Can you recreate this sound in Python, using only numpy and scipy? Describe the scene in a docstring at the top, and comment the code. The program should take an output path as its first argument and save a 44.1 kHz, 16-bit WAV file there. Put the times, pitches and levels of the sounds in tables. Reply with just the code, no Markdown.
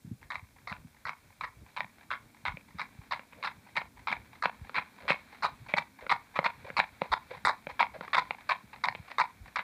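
"""Horse trotting past on a paved lane

A horse is led past at a trot, its handler jogging beside it, heard from the grass verge. Each clop is a cluster
of contacts: the horn wall knocks, the hollow under the sole rings, grit crunches and the road thuds.
Boots slap and soles scuff, fences echo, cloth and tack rustle, and a light breeze bumps the microphone."""
import sys
import numpy as np
from scipy import signal
from scipy.io import wavfile
from scipy.ndimage import uniform_filter1d

SR = 44100
rng = np.random.default_rng(int(sys.argv[2]) if len(sys.argv) > 2 else 0)


def master(y):
    """Save y as 16-bit WAV."""
    cut = np.clip(np.atleast_2d(y).T, -1, 1)
    pcm = np.round(cut * 32767)  # scale
    wavfile.write(sys.argv[1], SR, pcm.astype(np.int16))


N = 424683
GRAIN = 4096  # samples in one short sound
AGE = np.arange(GRAIN) / SR  # s since its onset
PASS_S = 7.52  # the horse is closest

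# Beats of the trot, one per diagonal pair: a toe touches, the hooves roll down, a sole cups air, a heel slaps flat.
# Each row: start in seconds, toe knock in dB, roll knock in dB, cup delay in s, cup ring in dB, cup pitch in Hz,
# slap delay in s, slap knock in dB, grinding share of the slap (0-1), gritty edge in dB re knock.
BEATS = [(0.3033, -36, -44, 0.02, -43, 995, 0.052, -36, .15, -12),
         (.673, -39.5, -46, 0.045, -44.5, 986, .053, -38, 0.5, -11.5),
         (1.053, -37.5, -41, 0.012, -39.5, 990, 0.04, -33.5, 0.25, -14),
         (1.4095, -36.5, -52, .035, -41, 1065, 0.026, -33.5, 0.94, -12.5),
         (1.7646, -39.5, -48, 0.01, -36.5, 964, 0.041, -30.5, 0, -10),
         (2.1041, -36.5, -38, 0.01, -38, 1110, 0.032, -36, 0.3, -14),
         (2.4529, -33.5, -36.5, 0.0077, -38.5, 940, 0.029, -31, .3, -12),
         (2.785, -43, -42.5, .010, -37, 1100, 0.03, -34, 1, -9.5),
         (3.1097, -36.5, -39.5, 0.011, -34.5, 980, .0245, -33.5, 0.65, -7.5),
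         (3.427, -39, -37.5, .019, -34.5, 995, .045, -33.5, 1, -8.5),
         (3.766, -32.5, -39.5, 0.016, -35.5, 990, .0057, -27.5, 0.6, -11),
         (4.0718, -33.5, -35, 0.01, -33, 944, 0.054, -27, 0.9, -12.5),
         (4.4234, -34, -41.5, 0.013, -31, 1070, .030, -32, 0.99, -11),
         (4.744, -35.5, -31.5, 0.037, -31, 1020, .039, -28, 0.83, -14),
         (5.0799, -32.5, -29.5, 0.017, -29, 1045, 0.04, -31, 0.13, -11),
         (5.4236, -38, -34, 0.027, -27.5, 953, 0.02, -28.5, 0.98, -9),
         (5.7668, -37, -37, 0.013, -30.5, 820, .016, -25, 0.64, -8),
         (6.0946, -29, -33.5, 0.023, -23, 990, 0.028, -25.5, 0.3, -10),
         (6.4417, -32.5, -34, .0187, -26.5, 945, .0215, -27.5, 0.1, -10.5),
         (6.767, -29, -35, 0.024, -23.5, 917, 0.033, -22, 0.12, -9.5),
         (7.1178, -36, -45, 0.01, -23, 950, 0.02, -30.5, 0.11, -6),
         (7.45, -24.5, -28, 0.044, -25, 950, .022, -30.5, .6, -10.5),
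         (7.7938, -27.5, -36.5, 0.011, -22, 965, 0.034, -25.5, 0.26, -12),
         (8.1317, -26.5, -29, 0.048, -23.5, 1016, 0.05, -24.5, 0.95, -9.5),
         (8.4915, -26, -30.5, 0.023, -26.5, 1047, 0.027, -31.5, 0.5, -14),
         (8.8382, -28.5, -58, 0.0078, -28.5, 940, 0.047, -28, 0.4, -7),
         (9.1831, -26.5, -32.5, .016, -23, 1006, 0.032, -28.5, .6, -12),
         (9.558, -32, -38.5, 0.01, -32.5, 1040, 0.034, -32, .9, -12.5)]
# Resonances of rubbed cloth and soles. Each row: centre in Hz, width in Hz, gain in dB.
RUSTLE_MODES = [(533, 480, 0), (920, 360, 6), (1600, 400, 4), (2300, 226, 7), (4000, 730, -2)]


def undb(db):
    """Decibels to gain."""
    return 10 ** (np.asarray(db) / 20)


def unit(x):
    """Scale to unit energy."""
    return x / np.sqrt(np.sum(x ** 2) + 1e-18)


def blow(x, db):
    """Scale a short sound to the energy of a hundredth of a second at this level."""
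    return unit(x) * undb(db) * np.sqrt(SR / 100)


def level(x, db):
    """Scale a long sound to this rms level."""
    return x * undb(db) / np.std(x)


def add(out, s, x):
    """Mix x in at time s."""
    i = max(int(s * SR), 0)
    out[i:i + len(x)] += x[:max(N - i, 0)]


def band(x, lo_hz, hi_hz, order=2):
    """Butterworth band-pass."""
    sos = signal.butter(order, [lo_hz, min(hi_hz, SR / 2 - 20)], "band", fs=SR, output="sos")
    return signal.sosfilt(sos, x)


def ring(x, modes, detune=0., scatter_db=0.):
    """Drive damped modes of alternating sign; pitch and strength can vary with the spot that is struck."""
    out = 0
    chance = rng.standard_normal((len(modes), 2))
    for k, ((hz, width_hz, db), (a, b)) in enumerate(zip(modes, chance)):
        hz = hz * np.exp(detune * a)
        gain = (-1) ** k * undb(db + scatter_db * b)
        out = out + gain * signal.lfilter(*signal.iirpeak(hz, hz / width_hz, SR), x)
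    return out


def walk(rate_hz):
    """Slow random wander of unit spread: held random steps, smoothed twice."""
    k = int(SR / rate_hz)
    steps = np.repeat(rng.standard_normal(N // k + 1), k)
    return level(uniform_filter1d(uniform_filter1d(steps, k), k)[:N], 0)


def grit(envelope, spread_db):
    """Tiny stones cracking under a foot: dense clicks of very unequal size."""
    sizes = undb(spread_db * rng.exponential(size=GRAIN))
    return unit(rng.standard_normal(GRAIN) * sizes * envelope)


def contact(grinding, click_s, grind_s):
    """Force of one contact: a hard click, then grinding as the foot settles."""
    share = np.clip(grinding, 0, 1)
    click = unit(np.exp(-AGE / click_s))
    return np.sqrt(1 - share) * click + np.sqrt(share) * grit(np.exp(-AGE / grind_s), spread_db=5.5)


def remoteness(s):
    """How far off the horse is: 0 as it passes, 1 down the lane."""
    lane_s = 6.03  # from far to close
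    return np.clip(abs(s - PASS_S) / lane_s, 0, 1)


def behind(s):
    """How far the horse has turned its back: 0 until it passes, 1 once it is going away."""
    turn_away_s = 0.8
    return np.clip((s - PASS_S) / turn_away_s, 0, 1) ** 2


def stride_phase():
    """Position within the gait: a whole number at each landing, held before the first and after the last."""
    landings_s = np.array(BEATS)[:, 0]
    return np.interp(np.arange(N) / SR, landings_s, np.arange(len(landings_s)))


def background():
    """Rustle of cloth and tack with small ticks of loose grit, over a far rumble, a traffic drone and a hiss."""
    # Gain of the rustle of the moving pair. Each row: time in seconds, gain in dB.
    rustle_curve = [(0, -74.5), (2.1, -67), (4.4, -65.5), (5.1, -59), (5.9, -64.5), (6.9, -61.5),
                    (9.63, -61.5)]
    # Level of the drone of distant traffic. Each row: time in seconds, level in dB.
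    drone_curve = [(0, -69.5), (1.4, -73.5), (2.1, -65), (5.1, -63.5), (6.9, -66.5), (8.1, -63.5),
                   (9.63, -67)]
    # Resonances of the rumble, then of the drone. Each row: centre in Hz, width in Hz, gain in dB.
    rumble_modes = [(71, 295, 2.5), (144, 162, 4)]
    drone_modes = [(228.4, 158, 0)]
    rumble_gain_db, hiss_db = -66, -69

    t = np.arange(N) / SR
    rustle_db = np.interp(t, *np.transpose(rustle_curve))
    drone_db = np.interp(t, *np.transpose(drone_curve))
    cloth, wind, traffic, hiss = rng.standard_normal((4, N))

    ticks = (rng.random(N) < 110 / SR) * undb(14 * rng.random(N) + 4 * walk(16))  # about 110 per second
    rustle = level(band(ring(cloth, RUSTLE_MODES), 290, 4500), -0.45) * undb(2 * walk(25))
    rustle += level(band(ring(ticks, RUSTLE_MODES), 400, 3500), -4)
    # quietest in mid-stance, busiest as the legs swing forward
    swing_db = 0.65 * np.cos(2 * np.pi * (stride_phase() - .95))
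    rustle = rustle * undb(rustle_db + swing_db)

    rumble = level(band(ring(wind, rumble_modes), 42, 400), 1.0) * undb(4 * walk(18))
    drone = level(ring(ring(traffic, drone_modes), drone_modes), 0) * undb(drone_db)
    hiss = level(band(hiss, 200, 14000, order=1), hiss_db)
    return rustle + rumble * undb(rumble_gain_db) + drone + hiss


def eddies(count=22):
    """Weak eddies, one near each step of an even grid: (s, dB before lift, pitch scale Hz, length s)."""
    for k, (when, hard, size) in enumerate(rng.standard_normal((count, 3))):
        s = (k + .5 + .3 * when) * N / SR / count
        yield s, -61.5 + 1.5 * hard, 132 * np.exp(0.35 * size), 0.04


def breeze():
    """Small eddies thump the microphone: decaying noise bursts in a low band."""
    # Stronger bumps. Each row: time in seconds, level in dB before lift_db, pitch scale in Hz (band 0.47-1.32
    # of it), length in s (decay constant 0.29 of it).
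    bumps = [(0.048, -49, 199, 0.19), (0.115, -43.5, 153, 0.039), (0.426, -55, 118, 0.037),
             (0.718, -51, 151, 0.033), (0.847, -55.5, 164, 0.08), (2.475, -49, 74, 0.07),
             (2.543, -51.5, 138, 0.0077), (2.749, -55, 184, 0.013), (2.988, -51.5, 105, 0.025),
             (4.616, -47.5, 89.5, 0.018), (5.6, -53, 105, 0.17), (7.102, -49.5, 87, 0.033),
             (8.999, -53.5, 133, 0.0073), (9.407, -52.5, 79.6, 0.019)]
    lift_db, lead_s = 10.0, .003
    out = np.zeros(N)
    for s, db, hz, length_s in [*bumps, *eddies()]:
        eddy = rng.standard_normal(GRAIN) * np.exp(-AGE / (0.29 * length_s))
        add(out, s - lead_s, blow(band(eddy, 0.47 * hz, 1.32 * hz, order=3), db + lift_db))
    return out


def push_offs():
    """Before each landing the other pair rubs off the road and flicks some grit: (s, dB, length s, Hz)."""
    lead_s, jitter_s, length_s, rub_hz = .103, 0.0063, 0.012, 980
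    near_db, far_db = -45, -13.5  # close by; change down the lane
    flick_s, flick_db, flick_hz = 0.022, -1.5, 2180  # after the push; re the push
    for beat, (early, hard) in zip(BEATS, rng.standard_normal((len(BEATS), 2))):
        s = beat[0] - lead_s + jitter_s * early
        db = near_db + far_db * remoteness(s) + hard
        yield s, db, length_s, rub_hz
        yield s + flick_s, db + flick_db, length_s, flick_hz


def scuffs():
    """Feet drag briefly over the grit: a broad scrape around one rubbing tone."""
    # Feet dragging over the grit: the handler's soles and some scuffs of hooves. Each row: start in seconds,
    # reference level in dB (scrape and rub are set # from it), length in s (envelope peaks at 0.29 of it), rub
    # in Hz.
    drags = [(.226, -53.5, 0.023, 2010), (3.35, -52.5, 0.17, 594), (3.753, -36.5, 0.023, 1070),
             (5.003, -47, 0.091, 590), (5.683, -38, 0.052, 2260), (6.014, -46.5, 0.056, 553),
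             (6.354, -29, 0.026, 1200), (6.644, -47, 0.015, 590), (6.671, -48, 0.025, 624),
             (7.04, -44, 0.032, 1120), (7.305, -40, 0.023, 536), (7.328, -43, 0.039, 930),
             (7.691, -38.5, 0.021, 1010), (7.935, -42.5, 0.041, 615), (8.03, -45.5, 0.019, 880),
             (8.078, -41.5, .005, 1140), (8.729, -42.5, 0.013, 1000), (9.109, -39.5, 0.016, 2180)]
    out = np.zeros(N)
    for s, db, length_s, hz in [*drags, *push_offs()]:
        drag = grit(AGE * np.exp(-AGE / (0.29 * length_s)), spread_db=3.5)
        scrape = band(ring(drag, RUSTLE_MODES, detune=0.037), 340, 2960)
        rub = band(drag, 0.78 * hz, 1.086 * hz)
        add(out, s, blow(scrape, db - 2.5) + blow(rub, db + 0.5))
    return out


def boots():
    """A sole slaps the asphalt and grinds a little, while the heel gives one clean thud."""
    # The handler's steps. Each row: start in seconds, slap level in dB, heel thud level in dB.
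    steps = [(2.571, -44, -51.5), (3.194, -44, -53.5), (3.332, -53, -60), (3.816, -40, -54),
             (4.4564, -24, -36), (4.695, -43.5, -51), (5.104, -23.5, -28.5), (5.7385, -23.5, -30),
             (6.066, -40, -47), (6.3896, -24.5, -28.5), (6.702, -40, -42.5), (7.018, -28.5, -30.5),
             (7.6692, -38.5, -38.5), (8.0095, -39, -42), (8.308, -29, -49), (8.95, -39, -49)]
    # Resonances of the sole, then of the heel. Each row: centre in Hz, width in Hz, gain in dB.
    sole_modes = [(860, 260, 2.5), (1400, 360, 5), (2274, 270, 11), (4100, 740, -5.5)]
    heel_modes = [(170, 47, 2), (526, 85, 7)]
    out = np.zeros(N)
    for s, slap_db, thud_db in steps:
        force = contact(0.57, click_s=.00005, grind_s=0.0027)
        slap = band(ring(force, sole_modes, detune=0.038, scatter_db=4.0), 180, 3550, order=3)
        thud = band(ring(np.exp(-AGE / 0.00024), heel_modes, detune=0.045), 72, 1600)
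        add(out, s, blow(slap, slap_db))
        add(out, s, blow(thud, thud_db))
    return out


def skids():
    """A hoof skids on a stone: decaying grit rings a short, bright scratch."""
    # Each row: start in seconds, level in dB, decay constant in s.
    scratches = [(7.453, -45.5, 0.013)]
    # Resonances of the scratch. Each row: centre in Hz, width in Hz, gain in dB.
    scratch_modes = [(7850, 2200, 3), (9400, 1900, -2)]
    out = np.zeros(N)
    for s, db, decay_s in scratches:
        scratch = ring(grit(np.exp(-AGE / decay_s), spread_db=6.5), scratch_modes)
        add(out, s, blow(band(scratch, 5500, 12000), db))
    return out


def weight():
    """The ground gives a soft low thump as each diagonal pair takes the horse's weight."""
    # Resonance of the ground. Each row: centre in Hz, width in Hz, gain in dB.
    ground_modes = [(167, 96, 0)]
    push_decay_s, thump_db = 0.023, -20.5  # thump re the slap
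    out = np.zeros(N)
    for s, _, _, _, _, _, slap_s, slap_db, _, _ in BEATS:
        push = grit(np.exp(-AGE / push_decay_s), spread_db=3.0)
        thump = ring(ring(push, ground_modes), ground_modes)
        add(out, s + 0.586 * slap_s, blow(thump, slap_db + thump_db))
    return out


def landed(modes):
    """The modes as one landing loads them: every clop has its own colour."""
    detune, scatter_db = 0.03, 1.38
    chance = rng.standard_normal((len(modes), 2))
    return [(hz * np.exp(detune * a), width_hz, db + scatter_db * b)
            for (hz, width_hz, db), (a, b) in zip(modes, chance)]


def contacts(beat, count=3):
    """Unfold a beat into its contacts: (s, knock dB, hollow ring dB, ring Hz, edge dB re knock, grinding)."""
    # the hollow under the sole drops in pitch as the hoof closes on the road (ratios to the cup's pitch)
    toe_pitch, slap_pitch = 1.11, .96
    toe_hollow_db, cup_knock_db = -2.5, -5  # ring re knock; knock re ring
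    roll_hollow_db, slap_hollow_db = -7, -4.5  # ring re the cup's
    toe_grinding, roll_grinding, cup_grinding = 0.95, 0.94, 0.98  # shares 0-1
    roll_scatter_db, roll_jitter = 1.3, .2  # jitter in gaps between contacts
    slap_edge_db = -6  # a flat landing spares the rim
    settle_s, settle_db = 0.01, -9.5  # a last crunch as the weight comes on; re the roll

    s, toe_db, roll_db, cup_s, cup_db, hz, slap_s, slap_db, grinding, edge_db = beat
    span_s = max(cup_s, slap_s)
    yield s, toe_db, toe_db + toe_hollow_db, hz * toe_pitch, edge_db, toe_grinding
    for k, (early, hard) in enumerate(rng.standard_normal((count, 2))):
        down = (k + 1 + roll_jitter * early) / (count + 1)
        pitch = np.interp(down, [0, 1], [toe_pitch, slap_pitch])
        knock_db = roll_db + roll_scatter_db * hard
        yield s + down * span_s, knock_db, cup_db + roll_hollow_db, hz * pitch, edge_db, roll_grinding
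    yield s + cup_s, cup_db + cup_knock_db, cup_db, hz, edge_db, cup_grinding
    yield s + slap_s, slap_db, cup_db + slap_hollow_db, hz * slap_pitch, edge_db + slap_edge_db, grinding
    crunch_db = roll_db + settle_db
    yield s + span_s + settle_s, crunch_db, crunch_db, hz * slap_pitch, edge_db, roll_grinding


def hooves():
    """Every contact rings the hoof wall, the air cupped under the sole and the gritty rim, and thuds into the road."""
    # Resonances of the horn wall, then of the gritty rim. Each row: centre in Hz, width in Hz, gain in dB.
    wall_modes = [(604, 590, -12.5), (1373, 650, 2.5), (1451, 510, 2.5), (1872, 122, -3.5),
                  (2220, 188, 0.5)]
    rim_modes = [(3850, 363, 15), (4910, 980, -2.5), (7760, 280, -27)]
    # thud re knock: mostly from close by and in front of the horse
    near_db, far_db, behind_db = -12.5, -7.5, -4.5
    out = np.zeros(N)
    for beat in BEATS:
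        wall, rim = landed(wall_modes), landed(rim_modes)
        for s, db, hollow_db, hollow_hz, edge_db, grinding in contacts(beat):
            force = contact(grinding, click_s=.00005, grind_s=.006)
            knock = band(ring(force, wall, detune=.04, scatter_db=2.2), 500, 2900, order=3)
            edge = band(ring(force, rim, detune=.05, scatter_db=2.2), 2900, 10500)
            # two resonators in a row: the hollow swells for a cycle or two as the sole closes on the road
            cavity = [(hollow_hz, 350, 0)]
            puff = contact(.85 * grinding, click_s=.0001, grind_s=.005)
            hollow = ring(ring(puff, cavity), cavity)
            thud = band(ring(force, [(525, 124, 0)]), 65, 660)
            thud_db = near_db + far_db * remoteness(s) + behind_db * behind(s)
            clop = blow(knock, db) + blow(hollow, hollow_db)
            clop = clop + blow(edge, db + edge_db) + blow(thud, db + thud_db)
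            add(out, s, clop)
    return out


def lane(x, tail_db, t60_s):
    """Fence boards return a soft, smeared slap; posts and rails scatter a thin, uneven tail, strongest mid-range."""
    # Echoes of the boards. Each row: delay in seconds, level in dB before the band shaping.
    boards = [(.039, -20.5)]
    smear_s = 0.0021
    t = np.arange(SR // 2) / SR
    posts = rng.standard_normal(len(t)) * (rng.random(len(t)) < 600 / SR)
    echo = undb(tail_db) * unit(posts * (1 - np.exp(-t / 0.0067)) * undb(-60 * t / t60_s))
    for delay_s, db in boards:
        i = int(delay_s * SR)
        echo[i:i + GRAIN] += undb(db) * grit(np.exp(-AGE / smear_s), spread_db=5.5)
    shaped = band(echo, 300, 6800, order=1) + ring(echo, [(953, 144, -1)])
    return signal.fftconvolve(x, shaped)[:N]


def scene():
    """The steps and their echoes, which stand out more while the horse is far off, over breeze and background."""
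    steps = hooves() + weight() + skids() + boots() + scuffs()
    send_db = 4.7 * remoteness(np.arange(N) / SR)
    echoes = lane(steps * undb(send_db), tail_db=-17, t60_s=0.19)
    return (steps + echoes + breeze() + background())[None]


def record(dry):
    """The microphone drops the deepest bass, its housing hollows out narrow bands; the recorder cuts the top."""
    # Dips of the housing. Each row: centre in Hz, width in Hz, depth (0-1).
    dips = [(343, 83, 0.39), (2924, 128, 1), (5940, 730, 0.05)]
    low_hz, top_hz = 39.7, 15450
    dry = signal.sosfilt(signal.butter(2, low_hz, "high", fs=SR, output="sos"), dry)
    for hz, width_hz, depth in dips:
        dry = dry - np.clip(depth, 0, 1) * signal.lfilter(*signal.iirpeak(hz, hz / width_hz, SR), dry)
    return signal.sosfilt(signal.ellip(10, .2, 70, top_hz, fs=SR, output="sos"), dry)


dry = scene()
out = record(dry)
master(out)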